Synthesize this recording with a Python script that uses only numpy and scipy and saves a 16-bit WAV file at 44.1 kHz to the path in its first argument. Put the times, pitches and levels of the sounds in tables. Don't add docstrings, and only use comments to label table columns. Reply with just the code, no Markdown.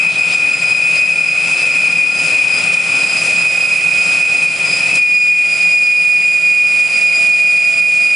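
import sys
import numpy as np
from scipy import signal
from scipy.fft import rfft, irfft, next_fast_len
from scipy.io import wavfile
from scipy.ndimage import uniform_filter1d

SR = 44100
rng = np.random.default_rng(int(sys.argv[2]) if len(sys.argv) > 2 else 0)


def master_out(mix):
    frames = np.transpose(np.atleast_2d(mix))
    ceiling = np.clip(frames, -1, 1)
    pcm = np.round(ceiling * 32767).astype(np.int16)
    wavfile.write(sys.argv[1], SR, pcm)


N = 359415
TIME = np.arange(N) / SR
FREQS = np.fft.rfftfreq(N, 1 / SR)
SPINDLE_HZ = 41.37
LOCK_S, LOCK_TAKES_S = 4.96, 0.0413

# (time [s], pitch shift [Hz], half length [s], lift [dB])
HOPS = [(.04, 20, 0.0804, 2), (1.1, 28, 0.051, .5), (2.03, -36.5, 0.037, 5), (4.52, -31.5, .06, 1)]


def squeal(rival_hz=2452, drift_hz=7, wander_db=0.76):
    # (time [s], drop [dB], half length [s], added raggedness [dB])
    falters = [(.14, 6.5, 0.019, 2), (.3, 5.5, 0.027, 3), (.59, 7.5, 0.046, 4), (1.49, 4, 0.067, 10.5),
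               (1.7, 2.5, 0.17, 11.5), (2.25, 5, 0.091, 3), (2.61, 8, 0.061, -9), (2.88, 4.7, 0.033, -4.5),
               (3.18, 6.5, .16, 3.5), (3.67, 2, 0.22, 2.5), (4.11, 2.5, 0.082, -5), (4.57, 10, 0.031, 4.5),
               (4.74, 6, 0.099, 8), (4.92, 3.5, 0.054, 9), (5.55, 7, 0.087, 12.5), (6.74, 4.5, 0.045, 6),
               (6.93, 7.5, 0.079, 13), (7.18, 4.5, 0.073, -8), (7.75, 4.5, 0.051, 12)]
    # (distance from the note [times the spindle rate], relative level [dB])
    side_tones = [(-3, -11.5), (1, -3.5), (2, -8.5), (3, -12), (4, -15.5)]
    # (time [s], left minus right [dB])
    pan = [(0, 3.5), (.3, 3), (1, 2.5), (2.25, 3.5), (3.2, 1.5), (3.75, -3.5), (4.5, 1.5), (5.4, 0),
           (6.8, -1.5), (8.15, -2)]
    falter_db = swells(falters)
    level_db = state(ragged=-10.5, locked=-2.5) - falter_db + swells(HOPS, column=3)
    level_db += wander_db * flutter(4.8).real
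    raggedness = gain_of(state(ragged=-7.5, locked=-20.5) + swells(falters, column=3))
    note = tone(pitch() + drift_hz * raggedness * flutter(6.41).real)
    swing = sum(gain_of(db) * np.exp(2j * np.pi * multiple * SPINDLE_HZ * TIME) * flutter(7)
                for multiple, db in side_tones)
    smear = gain_of(-6) * flutter(30)
    ring = note * (1 + raggedness * (smear + gain_of(-2) * swing))
    ring += gain_of(state(ragged=-5.5, locked=-34)) * tone(rival_hz) * flutter(5)
    ring *= 1 + gain_of(-14) * flutter(32, order=4)
    ring /= np.sqrt(uniform_filter1d(abs(ring) ** 2, size=6500) / 2)
    sides = np.array([[1], [-1]])
    reflections = sides * gain_of(-20) * (note * flutter(10)).real
    ears = ring.real * gain_of(sides * follow(pan) / 2) + reflections
    return gain_of(level_db) * (ears + scrape(falter_db, rival_hz))


def pitch(sag_hz_per_s=1.1):
    return state(ragged=2490, locked=2459) - sag_hz_per_s * TIME + swells(HOPS)


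def scrape(falter_db, centre_hz, reach_hz=900, rasp=0.2):
    # (frequency [Hz], relative level [dB])
    ringing = [(1800, -31), (1900, -52), (1970, -14), (2150, -8), (2260, -5.5), (2330, -3.5), (2420, 4.5),
               (2520, -2.5), (2590, -12.5), (2660, -7.5), (2780, -9.5), (2900, -37), (3300, -57)]
    outside = abs(FREQS - centre_hz) > reach_hz
    noise = coloured(rng.standard_normal((2, N)), spectrum(ringing, FREQS) - 60 * outside)
    level_db = state(ragged=-10.5, locked=-12.5) + 0.67 * falter_db
    return gain_of(level_db) * (1 + rasp * flutter(33).real) * noise


def overtones(waver_hz=22, fuzz_hz=80, steady=0.76, fade_db_per_s=0.5, wander_db=1.8):
    # (frequency [times the pitch], relative level [dB])
    harmonics = [(2, 3.5), (3, -4.5), (4, -13.5)]
    # (time [s], lift [dB], half length [s])
    flares = [(.35, 9, 0.018), (.53, 3.5, 0.026), (.68, 4.5, .055), (1.0, 4.5, 0.031), (1.29, 4, 0.038),
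              (2.15, 8.5, 0.051), (2.56, 11, 0.043), (3.12, 6.5, .08), (3.62, 6.5, .13), (4.06, 7.5, 0.073),
              (4.74, 11, 0.062), (5.53, 4.5, 0.06), (5.82, 4, .12), (7.16, 9, 0.017), (8.06, 5, .07)]
    base_db = state(ragged=-32.5, locked=-25) - fade_db_per_s * np.maximum(TIME - LOCK_S, 0)
    flare_db = swells(flares) + wander_db * flutter(8).real
    hz, out = pitch(), np.zeros((2, N))
    for multiple, db in harmonics:
        fuzz_db, flare_share = (-7, 1) if multiple == 2 else (-3, 0.72)
        shared = steady + flutter(waver_hz) / 2 + gain_of(fuzz_db) * flutter(fuzz_hz)
        ears = np.array([shared + gain_of(-10) * flutter(waver_hz) for _ in range(2)])
        level = gain_of(base_db + flare_share * flare_db + db)
        out += level * (tone(multiple * hz) * evened(ears)).real
    return gain_of(-2.5) * out


def chips(grains_per_s=4000, width_octaves=0.58):
    # (time [s], level [dB], half length [s], centre frequency [Hz])
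    crunches = [(0.14, -25, 0.047, 3250), (0.323, -28, 0.083, 3300), (1.502, -31, 0.031, 6960),
                (2.245, -29.5, 0.086, 8000), (3.231, -30, 0.086, 7000), (3.772, -26, 0.013, 10000),
                (4.958, -21, 0.0047, 6450), (5.58, -35, 0.046, 7010)]
    grains = rng.standard_normal((2, N)) * (rng.random((2, N)) < grains_per_s / SR)
    out = np.zeros((2, N))
    for time, db, half_length, hz in crunches:
        band_db = -10 * np.log10(1 + (np.log2((FREQS + 1) / hz) / width_octaves) ** 4)
        bump = np.exp(-((TIME - time) / half_length) ** 2)
        out += gain_of(db) * bump * coloured(grains, band_db)
    return out


def coolant(drops_per_s=1800, drop_db=-9, spread_db=3.5, gush_db=1.3):
    # (frequency [Hz], relative level [dB])
    spray = [(600, -36), (2000, 3), (3150, 3.5), (3750, -1.5), (4400, 2.5), (5250, 5), (5900, -3),
             (6800, -1.5), (7500, 3), (8000, 0), (8900, 3.5), (9600, -0.5), (10300, -4), (11000, -7)]
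    # (time [s], level [dB])
    hiss_level = [(0, -27.5), (1.5, -26.5), (3.2, -25), (4.8, -25.5), (6, -23.5), (8.15, -22)]
    sizes = gain_of(spread_db * np.minimum(rng.exponential(1, (2, N)), 5))
    signs = rng.choice([-1, 1], (2, N))
    drops = evened(sizes * signs * (rng.random((2, N)) < drops_per_s / SR))
    mist = rng.standard_normal((2, N))
    bass_cut_db = 24 * np.log2(np.maximum(spray[0][0] / (FREQS + 1), 1))
    hiss = coloured(mist + gain_of(drop_db) * drops, spectrum(spray, FREQS) - bass_cut_db)
    return gain_of(follow(hiss_level) + gush_db * flutter(46).real) * hiss


def cabin(swell_db=0.76):
    # (frequency [Hz], relative level [dB])
    rumble = [(20, -41), (70, -15.5), (100, -5), (125, 1), (170, 2), (225, -6), (270, 2), (340, -8.5),
              (520, 0.5), (760, -2.5), (1000, -5), (1450, 1), (1650, -10), (2600, 2.5)]
    # (frequency [Hz], width [Hz], lift [dB])
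    panels = [(172.4, 11, 8), (202, 7.4, 10), (244, 19, 2.5), (376, 18, 8), (918, 7.4, 9), (1418, 66, -1),
              (1500, 25, 4.5), (1753, 38, 6.5)]
    # (time [s], level [dB])
    pump = [(0, -26.5), (1, -30), (2.1, -28), (2.7, -26.5), (3.3, -28), (4, -29), (5, -28.5), (8.15, -27.5)]
    lift_db = sum(db / (1 + (2 * (FREQS - hz) / width) ** 2) for hz, width, db in panels)
    treble_cut_db = 24 * np.log2(np.maximum(FREQS / rumble[-1][0], 1))
    noise = coloured(rng.standard_normal((2, N)), spectrum(rumble, FREQS) + lift_db - treble_cut_db)
    return gain_of(follow(pump) + swell_db * flutter(14).real) * noise


def drive(waver=0.36, waver_hz=5):
    # (frequency [times the spindle rate], relative level [dB])
    hums = [(4, -43), (7, -50.5), (8, -51.5), (10, -61), (12, -46), (13, -44.5), (14, -47.5), (15, -45),
            (17, -45.5), (17.5, -47.5), (18, -55.5), (18.5, -58.5), (19, -45.5), (34, -37), (44, -42.5)]
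    # (frequency [Hz], relative level [dB])
    whines = [(1225, -48.5), (2583, -30.5), (2611, -30), (4100, -46.5), (6590, -72), (8830, -66)]
    # (frequency [Hz], relative level at full load [dB])
    gears = [(662, -31.5), (4728, -38), (7192, -41), (8240, -45)]
    # (time [s], change in gear level [dB])
    load = [(0, -25), (4.5, -14), (5.6, -6.5), (6.7, -8), (7.2, -1), (8.15, 0)]
    tones = [(multiple * SPINDLE_HZ, db) for multiple, db in hums] + whines
    tones += [(hz, db + follow(load)) for hz, db in gears]
    hum = sum(gain_of(db) * (tone(hz) * evened(1 + waver * flutter(waver_hz))).real for hz, db in tones)
    return gain_of(-1) * hum


def walls(sound, echo_db=-13, count=24):
    echoes = np.zeros(SR // 40)
    strengths = gain_of(echo_db) * rng.choice([-1, 1], count) / np.sqrt(count)
    echoes[rng.integers(SR // 500, len(echoes), count)] = strengths
    echoes[0] = 1
    return signal.oaconvolve(sound, echoes[None], axes=1)[:, :N]


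def state(ragged, locked):
    return ragged + (locked - ragged) * np.clip((TIME - LOCK_S) / LOCK_TAKES_S, 0, 1)


def swells(rows, column=1):
    coarse = TIME[::64]
    bumps = sum(row[column] * np.exp(-((coarse - row[0]) / row[2]) ** 2) for row in rows)
    return np.interp(TIME, coarse, bumps)


def gain_of(db):
    return 10 ** (np.asarray(db) / 20)


def evened(x):
    return x / np.sqrt(np.mean(abs(x) ** 2) + 1e-20)


def follow(points):
    return np.interp(TIME, *np.transpose(points))


def spectrum(points, hz):
    frequencies, values = np.transpose(points)
    return np.interp(np.log(hz + 1), np.log(frequencies + 1), values)


def flutter(rate_hz, order=2, size=8192):
    hz = np.fft.fftfreq(size, TIME[-1] / size)
    noise = rng.standard_normal(size) + 1j * rng.standard_normal(size)
    wobble = np.fft.ifft(noise / (1 + 1j * hz / rate_hz) ** order)
    return np.interp(TIME, np.linspace(0, TIME[-1], size), evened(wobble))


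def tone(hz):
    return np.sqrt(2) * np.exp(2j * np.pi * np.cumsum(hz * np.ones(N)) / SR)


def coloured(pair, shape_db):
    # (frequency [Hz], likeness [0 to 1])
    likeness = [(60, 0.84), (130, 1), (550, 0.95), (1150, 0.97), (2400, 0.57), (5000, 0.88), (10600, 0.71)]
    size = next_fast_len(N)
    hz = np.fft.rfftfreq(size, 1 / SR)
    same = np.clip(spectrum(likeness, hz), 0, 1)
    shaped = rfft(pair, size) * gain_of(np.interp(hz, FREQS, shape_db))
    mid, side = shaped * np.sqrt([1 + same, 1 - same])
    return evened(irfft(np.array([mid + side, mid - side]), size)[:, :N])


def scene():
    return squeal() + overtones() + drive() + cabin() + walls(coolant() + chips())


def record(dry, limit_db=-9.5, recover_db_per_s=32, top_hz=11060):
    power = uniform_filter1d((dry ** 2).mean(0), size=128)
    power_db = 10 * np.log10(abs(power) + 1e-12)
    recovery_db = TIME * recover_db_per_s
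    held_peak_db = np.maximum.accumulate(power_db + recovery_db) - recovery_db
    over_db = np.maximum(held_peak_db - limit_db, 0)
    limited = dry / gain_of(uniform_filter1d(over_db, size=100))
    low_pass = signal.firwin(1023, top_hz, window=("kaiser", 9), fs=SR)
    return signal.oaconvolve(limited, low_pass[None], "same")


dry = scene()
out = record(dry)
master_out(out)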